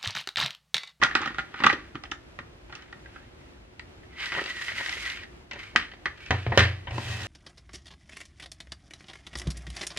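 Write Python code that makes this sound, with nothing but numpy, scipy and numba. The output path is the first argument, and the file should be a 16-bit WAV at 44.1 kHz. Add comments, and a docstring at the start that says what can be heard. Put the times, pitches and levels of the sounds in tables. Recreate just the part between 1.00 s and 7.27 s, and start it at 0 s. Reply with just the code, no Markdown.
"""Plastic joints snap and chatter as hands press a block tower onto a hollow wheel: blows ring the plastic's tones.
The wheel is then turned so that a marble rolls round the rim: tiny rubbing impacts ring and hiss.
Last, the tower is knocked down onto a table and slid away: the table top booms, the base scrapes, the rim sings.
All of it sits in a small room, with a low rumble and faint hiss behind, heard close by a two-port phone microphone."""
import sys
import numpy as np
from scipy import signal
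from scipy.fft import rfft, irfft, next_fast_len
from scipy.io import wavfile
from scipy.ndimage import uniform_filter1d
from numba import njit

SR = 44100
rng = np.random.default_rng(int(sys.argv[2]) if len(sys.argv) > 2 else 0)


def pcm_store(signal):
    """Save signal as 16-bit PCM."""
    levels = np.round(np.clip(np.atleast_2d(signal), -1, 1) * 32767)
    wavfile.write(sys.argv[1], SR, levels.astype(np.int16).T)


N = 276507  # length in samples

# Background and microphone. The tone curves shape a sound: pitch_hz, relative_level_db
AIR_CURVE = [(15, -41), (25, -12), (59, -2), (181, -16), (271, -16), (326, -16.5), (363, -10), (394, -21),
             (462, -21), (501, -23), (558, -22.5), (952, -28.5), (2700, -35), (12400, -59), (15000, -71.5)]
HISS_CURVE = [(1500, -1.5), (3000, 9.5), (5000, 4.5), (7000, 0), (9000, -5), (12000, -14), (15500, -7.5)]
MIC_CURVE = [(25, -21.5), (45, -6), (80, -5.5), (6000, -0.5), (11000, -1), (13000, -2.5), (15500, -25.5)]
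# echoes of the small room, band by band: pitch_hz, fade_by_60_db_s, level_db
ROOM_BANDS = [(139, 0.78, -31), (468, 0.27, -2.5), (1452, 0.25, -6), (2960, 0.2, -12.5),
              (3950, 0.056, -19.5), (9010, 0.2, -7.5)]

# Tones of the plastic parts: pitch_hz, relative_level_db
BLOCK_TONES = [(820, 11), (1200, 11), (1420, 10.5), (1640, 9.5), (1860, 15.5), (2040, 13.5), (2500, 11),
               (3070, 9.5), (3560, 2)]
WHEEL_TONES = [(710, -4.5), (980, -13), (1300, -4), (1550, -1), (1830, 7), (2020, 7.5), (2320, 2.5),
               (2600, 6), (3050, 7.5), (3700, 3), (4600, 0)]
TOWER_TONES = [(155, -1), (330, 6), (430, 4.5), (540, 6), (705, 14.5), (810, 2), (980, 14)]
# Tones of the hollow, the table top and the loose rim: pitch_hz, relative_level_db, fade_by_60_db_s
HOLLOW_TONES = [(279, -7, 0.031), (155.4, -16, 0.083)]
TABLE_TONES = [(91.25, 1, 0.53), (116.7, 5.5, 0.31), (159, -9.5, 0.78), (293, -17.5, 0.37)]
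RIM_TONES = [(1900, 0, 0.1), (2600, -3, 0.09), (2400, -7, 0.07)]

# Block joints snapping, then knocks on the wheel:
# start_s, level_db, favoured_pitch_hz, crack_db and thud_db (against the ringing body), chatter_ms
SNAPS = [(0.0155, -18.5, 1860, -14, -13, 1.4), (0.0195, -12.5, 1180, -15, -26, 4.7),
         (0.0255, -4, 1570, -16, -17, 1.6), (0.0303, -7.5, 1900, -15, -13.5, 1.8),
         (0.036, -13, 1530, 6, -17.5, 0.95), (0.0445, -10.5, 1380, -25.5, -15.5, 4.8),
         (0.058, -20.5, 1790, -31.5, -27, 5.4), (0.066, -24.5, 1300, -29, -15.5, 3.5),
         (0.082, -30.5, 1730, -18, -17.5, 3), (0.089, -42, 2020, -30, -15, 3.1),
         (0.099, -39, 1680, -22, -20.5, 3), (0.11, -19, 1690, -19, -27.5, 3.7),
         (0.152, -9.5, 3760, -3, -10.5, 2.1), (0.155, -12.5, 1390, -26, -24.5, 2.65),
         (0.163, -25.5, 1250, -42, -15.5, 6.5), (0.173, -27.5, 1310, -36, -14, 1.9),
         (0.19, -29, 1830, -14, -20, 5.9), (0.205, -26.5, 1170, -23, -2, 2.6),
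         (0.216, -21, 1220, -9.5, -14, 7.8), (0.227, -20.5, 2100, -22, -9.5, 2.5),
         (0.258, -20.5, 1440, -7.5, -16, 2.4), (0.262, -20, 1260, -10.5, -12, 2.5),
         (0.2745, -18.5, 1690, -12.5, -12.5, 2.5), (0.283, -39.5, 1700, -20, -0.5, 1.7),
         (0.305, -33.5, 1170, -16.5, 2, 2), (0.345, -29, 1240, -6, -9, 1.7),
         (0.384, -14, 1490, -11, -17.5, 0.4), (0.389, -19, 1430, -15, -11, 5.3),
         (0.394, -25.5, 2060, -20, -10, 2), (0.541, -26, 1350, -15, -10.5, 5.6),
         (0.602, -19.5, 1080, -15, -7, 3.6), (0.62, -23, 1220, -35, -4, 4),
         (0.637, -8.5, 1330, -11, -17, 4.4), (0.642, -6, 1920, -13, -18.5, 1.26),
         (0.65, -18.5, 1240, -23, 0, 11), (0.654, -26, 1600, -30, -1, 2.4),
         (0.66, -19.5, 1500, -24, -9.5, 6.6), (0.6645, -5.5, 1370, -5.5, -21.5, 1.5),
         (0.667, -1.5, 1200, -17, -26, 0.67), (0.677, -40, 1190, -22.5, -9, 3),
         (0.689, -36, 1360, -14, -14, 3.2), (0.6955, -15.5, 1880, -8, -28, 2),
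         (0.699, -7.5, 2200, -20, -25.5, 1.6), (0.711, -37, 1720, -35, -16, 1.6),
         (0.72, -24.5, 1280, -24, -25, 5.9), (0.728, -21.5, 1920, -1, 0, 4),
         (0.735, -34.5, 1770, -20, -14, 3), (0.948, -34, 1380, -15, 1, 1.2),
         (0.954, -22.5, 1310, -11.5, -2, 2), (1.037, -28, 920, -0.5, -37, 1.7),
         (1.053, -35, 2800, -17, -29, 3.7), (1.1145, -24, 1960, 2.5, -13, 6.2),
         (1.118, -21.5, 1180, -17, -11.5, 2.8), (1.389, -22, 1730, -11.5, -10.5, 1.5),
         (1.695, -39, 818, -16, -16, 15), (1.725, -29.5, 1430, -6, -13, 3.7),
         (1.752, -39, 1030, 9.5, -31, 9.1), (1.822, -39.5, 1870, 0.5, -18, 3.1),
         (1.927, -29.5, 1690, -11, -35, 2.1), (2.058, -34.5, 1660, -17, -33.5, 2.5),
         (2.16, -33, 1480, -22, -15, 2.6)]
KNOCKS = [(2.795, -28, 2230, -5.5, -15, 3), (3.033, -44, 1870, -26, -10, 5.5),
          (3.206, -29.5, 2100, -2, -13, 3.7), (3.237, -35, 1850, -18, -11, 3.3),
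          (3.243, -30, 1960, -15, -10, 2.6), (3.258, -31, 2680, 7, -23, 3.4),
          (3.32, -17, 2030, -15, -11, 9.8), (3.34, -29.5, 2040, 0, -2, 4), (3.346, -20, 1500, -16, -7, 11),
          (3.36, -24, 2090, -14, -5, 8.4), (3.374, -28, 2160, -15, 4.5, 2.3),
          (3.381, -20.5, 1840, -11, -4, 3.6), (3.387, -21.5, 1850, -37, -3, 4.2),
          (3.394, -17.5, 1490, -15, -6, 1.4), (3.409, -31, 1550, -25, -2, 1.2),
          (3.416, -28, 1550, -15, 2, 1.8), (3.44, -30, 2590, 1, -19, 4.7),
          (3.459, -23.5, 1380, -5, -9, 4.6), (3.478, -25, 2020, -8, -15, 3), (3.5, -32, 2070, 0, -8, 4.4),
          (3.5677, -29, 1850, -7, -8, 0.88), (3.612, -23, 1790, -15, -12, 4),
          (3.619, -28, 1810, -21, -16, 2.2), (3.6815, -20.5, 2040, -19, -21, 2.5),
          (3.689, -26, 2040, -22, -18, 3.3), (3.718, -25.5, 1980, -16, -8, 3.3),
          (3.791, -36, 1970, -24, -13, 1.7), (3.798, -31.5, 1900, -11, -4.5, 9.4),
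          (3.809, -24, 1740, -20, -3, 2.1), (3.844, -36, 2060, -18, -20, 2.5),
          (3.86, -23, 1850, -4, -12, 2), (3.885, -27, 2020, -12, -10, 2.5), (3.893, -23, 2100, 1, -16, 5.4),
          (3.926, -25, 2070, -2, -27, 3.3), (3.969, -28, 2050, -14, -7, 3.1),
          (4.031, -51, 2010, -16, -16, 3), (4.053, -30, 2200, 4, -16, 2), (4.06, -29, 2090, -18, -24, 2.8),
          (4.076, -29, 2070, -5, -24, 4.5), (4.1, -28, 2700, 3, -24, 3.4), (4.171, -29, 2630, -7, -20, 2),
          (4.214, -42, 1900, -10, -18, 1.7), (4.234, -34, 1800, -10, -14, 5.4),
          (4.511, -26.5, 2330, -7.5, -9.5, 12), (4.533, -30, 1590, -4, -7, 10),
          (4.557, -34.5, 2130, -20, -0.5, 11), (4.592, -33.5, 2480, -6, -19, 10),
          (4.754, -29, 700, -29, 5.5, 1.8), (4.7605, 2, 2330, -11.5, -14.5, 2.9),
          (4.765, -18.5, 2050, -39, -6, 2.4), (4.795, -37, 1630, -31, -3, 3),
          (4.8245, -27, 1920, -19, -29, 3), (4.915, -35.5, 1810, -4, -15, 6.8),
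          (4.935, -37.5, 1970, -12, -0.5, 7.3), (5.057, -12, 1900, -14.5, -11.5, 8.3),
          (5.176, -42, 1390, -2, -20, 7.1), (5.26, -34, 2620, -5, -30, 14),
          (5.307, -9, 1940, -9.5, -1, 6.8), (5.315, -15, 1990, -22, -6, 4.6),
          (5.326, -30, 1010, -25, 8.5, 4.4), (5.343, -23.5, 1000, -31, 0, 3.6),
          (5.465, -19, 780, -21, 2.5, 4.1), (5.52, -18, 890, -26, 4.5, 14),
          (5.575, -19.5, 443, -19, 18, 0.57), (5.577, -22, 537, -17, 17, 1.7),
          (5.576, -1, 1800, -4, -43, 4.4), (5.581, -2, 1910, -10, -36, 3.3), (5.588, -8, 1740, -13, -10, 3),
          (5.593, -2.5, 1750, -6.5, -14, 1.8), (5.598, -12, 2030, -4, -7, 5), (5.605, -7, 1870, -12, -5, 4),
          (5.615, -21, 1640, -17, -0.5, 4), (5.622, -24, 1850, -17, 3.5, 3.4),
          (5.63, -33, 1550, -16, -11, 5), (5.643, -29, 1810, -25, -8, 4), (5.651, -25, 2000, -17, -15, 4.6),
          (5.871, -27, 820, -23, -2.5, 14), (5.908, -30, 2270, -5, 1, 7.9), (5.981, -30.5, 970, 2, 13, 3.1)]
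# the tower meets the table top: start_s, push_strength_db, push_length_ms
BUMPS = [(5.304, -16, 4), (5.313, -14, 8), (5.465, -19.5, 2.1), (5.472, -15, 4.1), (5.52, -23.5, 3.4),
         (5.578, -10.5, 3), (5.588, -11, 5.6), (5.62, -15.5, 9.1), (5.7, -27.5, 5.2), (5.879, -22, 7.6),
         (5.916, -16, 8.9), (5.97, -35, 9.1), (6.054, -33, 2.5), (6.243, -28.5, 10)]
# how the parts settle after a blow, in stages: level_against_blow_db, fade_by_60_db_s
SNAP_SETTLE = [(-18.5, 0.059), (-43, 0.4)]
KNOCK_SETTLE = [(-25.5, 0.037), (-30.5, 0.3)]
BUMP_RUMBLE = [(-25, 0.35)]
BUMP_SCRAPE = [(-26.5, 0.29)]

# fingers squeeze the tower and it creaks: hold_start_s, hold_s, level_db
SQUEEZES = [(0.154, 0.071, -38), (0.568, 0.028, -41), (1.747, 0.047, -51)]
# fingers brush the wheel: hold_start_s, hold_s, level_db, contact_pitch_hz
BRUSHES = [(2.057, 0.045, -66.5, 1740), (2.144, 0.024, -58.5, 1590), (2.266, 0.018, -76.5, 3280),
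           (2.38, 0.1, -71, 1980), (4.591, 0.044, -44.5, 2170), (5.207, 0.24, -47.5, 2420),
           (5.569, 0.012, -36.5, 1840)]
# the wheel spins, marble and hub rubbing: time_s, level_db, contact_pitch_hz, hiss_db
SPIN = [(3.08, -66, 1920, -22), (3.16, -48.5, 1900, -19), (3.198, -35, 1870, -17), (3.25, -35, 2000, -13),
        (3.284, -39, 2030, -10), (3.394, -41, 1780, -5), (3.432, -45.5, 1930, 6), (3.504, -36, 2000, -10),
        (3.538, -43, 1950, -9), (3.622, -38, 1780, -5), (3.656, -42, 2050, 0), (3.692, -35, 1810, -8),
        (3.73, -44.5, 2070, -5), (3.796, -32.5, 1850, -10.5), (3.906, -40.5, 2000, -1.5),
        (4.022, -38.5, 2010, -5), (4.062, -33, 1950, -8), (4.186, -44, 2220, -11), (4.24, -45.5, 1750, -19),
        (4.3, -100, 1990, -15)]
# the tower slides away over the table: time_s, rub_level_db
SLIDE = [(5.88, -63), (5.95, -43), (6.0, -41.5), (6.07, -39), (6.13, -37.5), (6.19, -40), (6.27, -38)]
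# how a rub feels: pressure_unevenness_db, contact_ring_db
ROLLING = (1.8, -2.5)
SETTLING = (.8, -14)

AIR_DB = -46
PORT_LAG = 3  # samples by which the left port hears the plastic later
TOP_HZ = 15600
RING_CYCLES, TOWER_CYCLES = 24, 14  # swings in which a tone fades by 60 dB, before any grip
RING_MAX_S = .022  # the hand holds the low tones shorter
SPREAD_DB = 2.5  # unevenness of each tone between the two ports
SNAP_PAN_DB, KNOCK_PAN_DB = -1, 1.2  # left minus right, before the port levels
SNAP_FIRST, KNOCK_FIRST = 1, 1.5  # size of the first contact of a hard blow
SNAP_SWELL_S, KNOCK_SWELL_S = .0018, .0015  # the chatter grows over this time
SOFT_DB, SOFT_FIRST = -20, .55  # at or below this level the first contact has only this share
CONTACT_MS, CRACK_FADE_S = 0.2, 0.0059  # later contacts of a chatter crack less
CREAK_HISS_DB, BRUSH_HISS_DB = -22.5, -13
RISE_DB_S, FALL_DB_S = 347.5, 98  # dB per second before and after a held touch
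WANDER = .04  # typical share by which the contact pitch strays
SETTLE_DELAY_S, SETTLE_HZ, SETTLE_HISS_DB = 0.0031, 2060, -23
SLIDE_HZ, SLIDE_HISS_DB = 2376, -5
SLIDE_RUMBLE_DB, SLIDE_SCRAPE_DB, SLIDE_SING_DB = -0.5, -6.5, -7


def undb(db):
    """Turns decibels into a plain multiplier."""
    return 10 ** (np.asarray(db) / 20)


def unit(x):
    """Brings a sound to an average (rms) strength of 1."""
    return x / np.sqrt(np.mean(x ** 2))


def drift(size):
    """Slow random wandering of spread 1, smooth over about size samples."""
    smooth = uniform_filter1d(rng.standard_normal(N), size=size)
    return unit(uniform_filter1d(smooth, size=size // 2))


def fade_60(t, t60):
    """A fade that loses 60 dB in t60 seconds."""
    return np.exp(-np.log(1000) * t / t60)


def band_pass(x, low_hz, top_hz):
    """Keeps the sound between two pitches."""
    return signal.sosfilt(signal.butter(2, [low_hz, top_hz], "band", fs=SR, output="sos"), x)


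def radiate(x, low_hz, top_hz):
    """Small parts move little air in the bass, and a soft contact dulls the top."""
    return band_pass(x, low_hz, top_hz)


def colour(x, curve):
    """Shapes a sound by a tone curve of pitches and levels."""
    size = next_fast_len(x.shape[-1])
    hz, db = np.transpose(curve)
    bin_hz = np.arange(size // 2 + 1) * SR / size
    gain = undb(np.interp(np.log(bin_hz + 1), np.log(hz), db))
    return irfft(rfft(x, size) * gain, size)[..., :x.shape[-1]]


@njit
def moving_band_pass(x, hz, width):
    """State-variable filter: keeps a band of given relative width around a moving pitch."""
    y, band, low = np.empty(len(x)), 0., 0.
    for i in range(len(x)):
        g = np.tan(np.pi * hz[i] / SR)
        v = (band + g * (x[i] - low)) / (1 + g * (g + width))
        band, low = 2 * v - band, low + 2 * g * v
        y[i] = width * v
    return y


def plastic(tones, cycles=RING_CYCLES):
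    """Plastic tones fade in a set number of swings, but the hand stops the low ones sooner."""
    return [(hz, db, min(cycles / hz, RING_MAX_S)) for hz, db in tones]


def ring(force, modes, flip=1):
    """A force sets a body's tones ringing; with flip -1 neighbours start in opposite directions."""
    out = 0
    for k, (hz, db, t60) in enumerate(modes):
        r = fade_60(1 / SR, t60)
        w = 2 * np.pi * hz / SR
        tone = signal.lfilter([0, np.sin(w)], [1, -2 * r * np.cos(w), r * r], force)
        out = out + flip ** k * undb(db) * tone
    return out


def grains(count, rate, scatter_db):
    """Tiny impacts at random moments (rate per second), a few much harder than the rest."""
    moment, direction, strength = rng.random((3, count))
    hit = moment < rate / SR
    return hit * np.sign(direction - .5) * undb(-scatter_db * np.log(strength + 1e-4))


def read(table):
    """Draws each column as a line over time, with a soft-edged gate open while the table lasts."""
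    t = np.arange(N) / SR
    s, *columns = np.transpose(table)
    gate = 1. * (t >= s[0]) * (t < s[-1])
    return uniform_filter1d(gate, size=800), [np.interp(t, s, column) for column in columns]


def settle(events, stages):
    """Loudness that follows each blow and dies away in stages."""
    kick = np.zeros(N + SR)
    for s, level_db, *_ in events:
        kick[int((s + SETTLE_DELAY_S) * SR)] += undb(level_db)
    out = sum(undb(db) * signal.lfilter([1], [1, -fade_60(1 / SR, t60)], kick) for db, t60 in stages)
    return uniform_filter1d(out[:N], size=200)


def stroke(hold_start_s, hold_s, level_db):
    """Loudness of a touch: rise, hold, fall."""
    t = np.arange(N) / SR
    rise_db = RISE_DB_S * np.clip(hold_start_s - t, 0, 1)
    fall_db = FALL_DB_S * np.clip(t - hold_start_s - hold_s, 0, 1)
    return undb(level_db - rise_db - fall_db)


def slide():
    """Loudness of the tower sliding over the table."""
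    moving, (level_db,) = read(SLIDE)
    return moving * undb(level_db)


def air():
    """Building rumble and faint hiss; the two ports share the bass most, and the level wavers."""
    mid, side = colour(rng.standard_normal((2, N)), AIR_CURVE)
    side = colour(side, [(60, -20.0), (300, -3), (1500, 3.0), (5000, 4.0)])
    waver = unit(uniform_filter1d(rng.standard_normal(N), size=6000))
    both = mid + side * np.array([[1], [-1]])
    return undb(AIR_DB + 0.98 * waver) * both / np.std(mid)


def room(dry):
    """Walls send back a fading cloud of reflections, unlike at the two ports in the treble."""
    t = np.arange(SR // 2) / SR
    mid, side = rng.standard_normal((2, len(t)))
    echo = 0
    for hz, t60, db in ROOM_BANDS:
        difference = min((hz / 2000) ** 4.6, 1.2)
        both = mid + difference * side * np.array([[1], [-1]])
        band = band_pass(both, hz / 3.05, hz * 1.77)
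        fade = fade_60(t, t60) * np.clip(t / 0.0023, 0, 1)
        echo = echo + undb(db) * band * fade / np.sqrt(np.sum(fade ** 2))
    return signal.fftconvolve(dry, echo, axes=1)[:, :N]


def table():
    """Bumps and the tower's drag drive the table's low tones; the base scrapes and the loose rim sings."""
    force = np.zeros(N)
    for s, push_db, push_ms in BUMPS:
        push = np.hanning(int(push_ms * SR / 1000))
        force[int(s * SR):][:len(push)] += undb(push_db) * push / push.sum()
    bumps = ring(force, TABLE_TONES)
    rumble = unit(radiate(ring(rng.standard_normal(N), TABLE_TONES), low_hz=67.8, top_hz=400))
    base = ring(grains(N, 5100, 1.1), plastic(TOWER_TONES, TOWER_CYCLES))
    scrape = unit(radiate(base, low_hz=205, top_hz=1420))
    sing = unit(radiate(ring(rng.standard_normal(N), RIM_TONES), low_hz=1500, top_hz=3170))
    rocking = settle(BUMPS, BUMP_RUMBLE) * rumble + settle(BUMPS, BUMP_SCRAPE) * scrape
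    # the base grips and lets go, so the rumble swells and sinks
    catch = undb(4.5 * unit(uniform_filter1d(rng.standard_normal(N), size=1800)))
    drag = undb(SLIDE_RUMBLE_DB) * catch * rumble
    drag = drag + undb(SLIDE_SCRAPE_DB) * scrape + undb(SLIDE_SING_DB) * sing
    return 0.35 * bumps + rocking + slide() * drag


def friction(tones, spot_hz, hiss_db, rate, scatter_db, flutter_db, grip, spot_db):
    """Stick-slip grains, unevenly pressed, ring hand-damped plastic; a straying contact spot rings and hisses."""
    force = grains(N, rate, scatter_db) * undb(flutter_db * drift(size=500))
    ports = [[(hz, db + side * (-1) ** k * SPREAD_DB) for k, (hz, db) in enumerate(tones)]
             for side in (1, -1)]
    body = np.array([ring(force, plastic(port, grip * RING_CYCLES)) for port in ports])
    body = radiate(body, low_hz=1280, top_hz=4830)
    spot_hz = spot_hz * np.exp(WANDER * drift(size=1800))
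    spot = moving_band_pass(moving_band_pass(force, spot_hz, .14), spot_hz, .14)
    pressure = uniform_filter1d(np.abs(force), size=200)
    hiss = colour(pressure * rng.standard_normal((2, N)), HISS_CURVE)
    return unit(unit(body) + undb(spot_db) * unit(spot)) + undb(hiss_db) * unit(hiss)


def creak():
    """Squeezed and settling blocks rub at their joints and creak."""
    rub = friction(BLOCK_TONES, np.full(N, 1500.), CREAK_HISS_DB, rate=3000, scatter_db=2.0,
                   flutter_db=1.5, grip=0.4, spot_db=-19)
    strain = settle(SNAPS, SNAP_SETTLE) + sum(stroke(*row) for row in SQUEEZES)
    return strain * rub


def wheel_rub():
    """Spin, brushes, slide and settling rub the wheel; the louder each is, the more it sets pitch and feel."""
    turning, (spin_db, spin_hz, spin_hiss_db) = read(SPIN)
    # each part: loudness, contact pitch, hiss, unevenness, contact ring
    parts = [(turning * undb(spin_db), spin_hz, spin_hiss_db, *ROLLING),
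             (slide(), SLIDE_HZ, SLIDE_HISS_DB, *SETTLING),
             (settle(KNOCKS, KNOCK_SETTLE), SETTLE_HZ, SETTLE_HISS_DB, *SETTLING)]
    for s, hold_s, db, hz in BRUSHES:
        parts.append((stroke(s, hold_s, db), hz, BRUSH_HISS_DB, *ROLLING))
    loud = sum(part[0] for part in parts)
    spot_hz, hiss_db, flutter_db, spot_db = (
        sum(part[0] * part[k] for part in parts) / loud for k in range(1, 5))
    return loud * friction(WHEEL_TONES, spot_hz, hiss_db, rate=5000, scatter_db=.9,
                           flutter_db=flutter_db, grip=0.59, spot_db=spot_db)


def chatter_force(size, level_db, chatter_ms, first, swell_s):
    """A first contact, then many small ones that swell and die away."""
    t = np.arange(size) / SR
    force = grains(size, 3500, 1.9) * .4 * np.clip(t / swell_s, 0, 1)
    force *= np.exp(-1000 * t / max(chatter_ms, .5))
    force[0] = first * np.interp(level_db, [SOFT_DB, 0], [SOFT_FIRST, 1])
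    return np.convolve(force, np.hanning(int(CONTACT_MS * SR / 1000)))[:size]


def crackle(force):
    """Each contact sprays a short burst of hiss, weaker as the chatter goes on."""
    t = np.arange(len(force)) / SR
    spray = rng.standard_normal((3, 240)) * np.exp(-np.arange(240) / 50)
    ports = spray[0] + 1.2 * spray[1:]  # one shared burst plus one for each port
    contacts = np.abs(force) * np.exp(-t / CRACK_FADE_S)
    crack = signal.fftconvolve([contacts], ports, axes=1)[:, :len(force)]
    return radiate(colour(crack, HISS_CURVE), low_hz=1710, top_hz=8000)


def hits(events, tones, hollow, first, swell_s, pan_db, focus_db, hard_focus_db, focus_oct, flip):
    """Each blow chatters, cracks and thuds; the struck spot favours tones near one pitch."""
    out, size = np.zeros((2, N + SR)), SR // 16
    for s, level_db, spot_hz, crack_db, thud_db, chatter_ms in events:
        force = chatter_force(size, level_db, chatter_ms, first, swell_s)
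        reach_db = np.interp(level_db, [SOFT_DB, 0], [focus_db, hard_focus_db])

        def near_db(hz):
            """Extra level for tones close to the struck spot's pitch."""
            return reach_db * np.exp(-(np.log2(hz / spot_hz) / focus_oct) ** 2)

        # each tone varies a little and reaches the two ports unevenly
        sway = rng.standard_normal((len(tones), 3))
        struck = [[(hz * (1 + .02 * a), db + 1.5 * b + side * SPREAD_DB * c + near_db(hz))
                   for (hz, db), (a, b, c) in zip(tones, sway)] for side in (1, -1)]
        blow_flip = flip if level_db > SOFT_DB else -1
        body = np.array([ring(force, plastic(port), flip=blow_flip) for port in struck])
        # a softer contact cracks less and leaves the upper tones unstruck
        top_hz = np.clip(4800 * 2 ** ((crack_db + 10.0) / 14), 1400, 9000)
        body = radiate(body, low_hz=785, top_hz=top_hz)
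        crack = crackle(force)
        thud = ring(force, [(hz, db + near_db(hz), t60) for hz, db, t60 in hollow])
        thud = radiate(thud, low_hz=102, top_hz=1370)
        layers = [(body, 0), (crack, crack_db), (thud, thud_db)]
        blow = sum(undb(db) * x / np.abs(x).max(axis=-1, keepdims=True) for x, db in layers)
        at = int(s * SR)
        out[:, at:at + size] += blow * undb(level_db + np.array([[pan_db], [-pan_db]]) / 2)
    return out[:, :N]


def knocks():
    """Knocks ring the wheel, with a thud from the packed tower."""
    return hits(KNOCKS, WHEEL_TONES, plastic(TOWER_TONES, TOWER_CYCLES), KNOCK_FIRST, KNOCK_SWELL_S,
                KNOCK_PAN_DB, focus_db=8, hard_focus_db=3, focus_oct=.22, flip=1)


def snaps():
    """Joints give way gradually and ring the blocks, with a hollow thud."""
    return hits(SNAPS, BLOCK_TONES, HOLLOW_TONES, SNAP_FIRST, SNAP_SWELL_S,
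                SNAP_PAN_DB, focus_db=11, hard_focus_db=11, focus_oct=.2, flip=-1)


def scene():
    """Adds up the close plastic, the table, the room and the air."""
    plastic_sound = snaps() + knocks() + creak() + wheel_rub()
    left, right = plastic_sound
    near = np.array([undb(0.5) * np.roll(left, PORT_LAG), undb(1.5) * right])
    boom = table()
    return near + boom + room(plastic_sound + boom) + air()


def record(dry):
    """Peaks beyond full scale clip; the phone's microphone thins bass and top, and the top is cut."""
    heard = colour(np.clip(dry, -1, 1), MIC_CURVE)
    return signal.sosfilt(signal.ellip(8, .2, 70, TOP_HZ, fs=SR, output="sos"), heard)


dry = scene()
out = record(dry)
pcm_store(out)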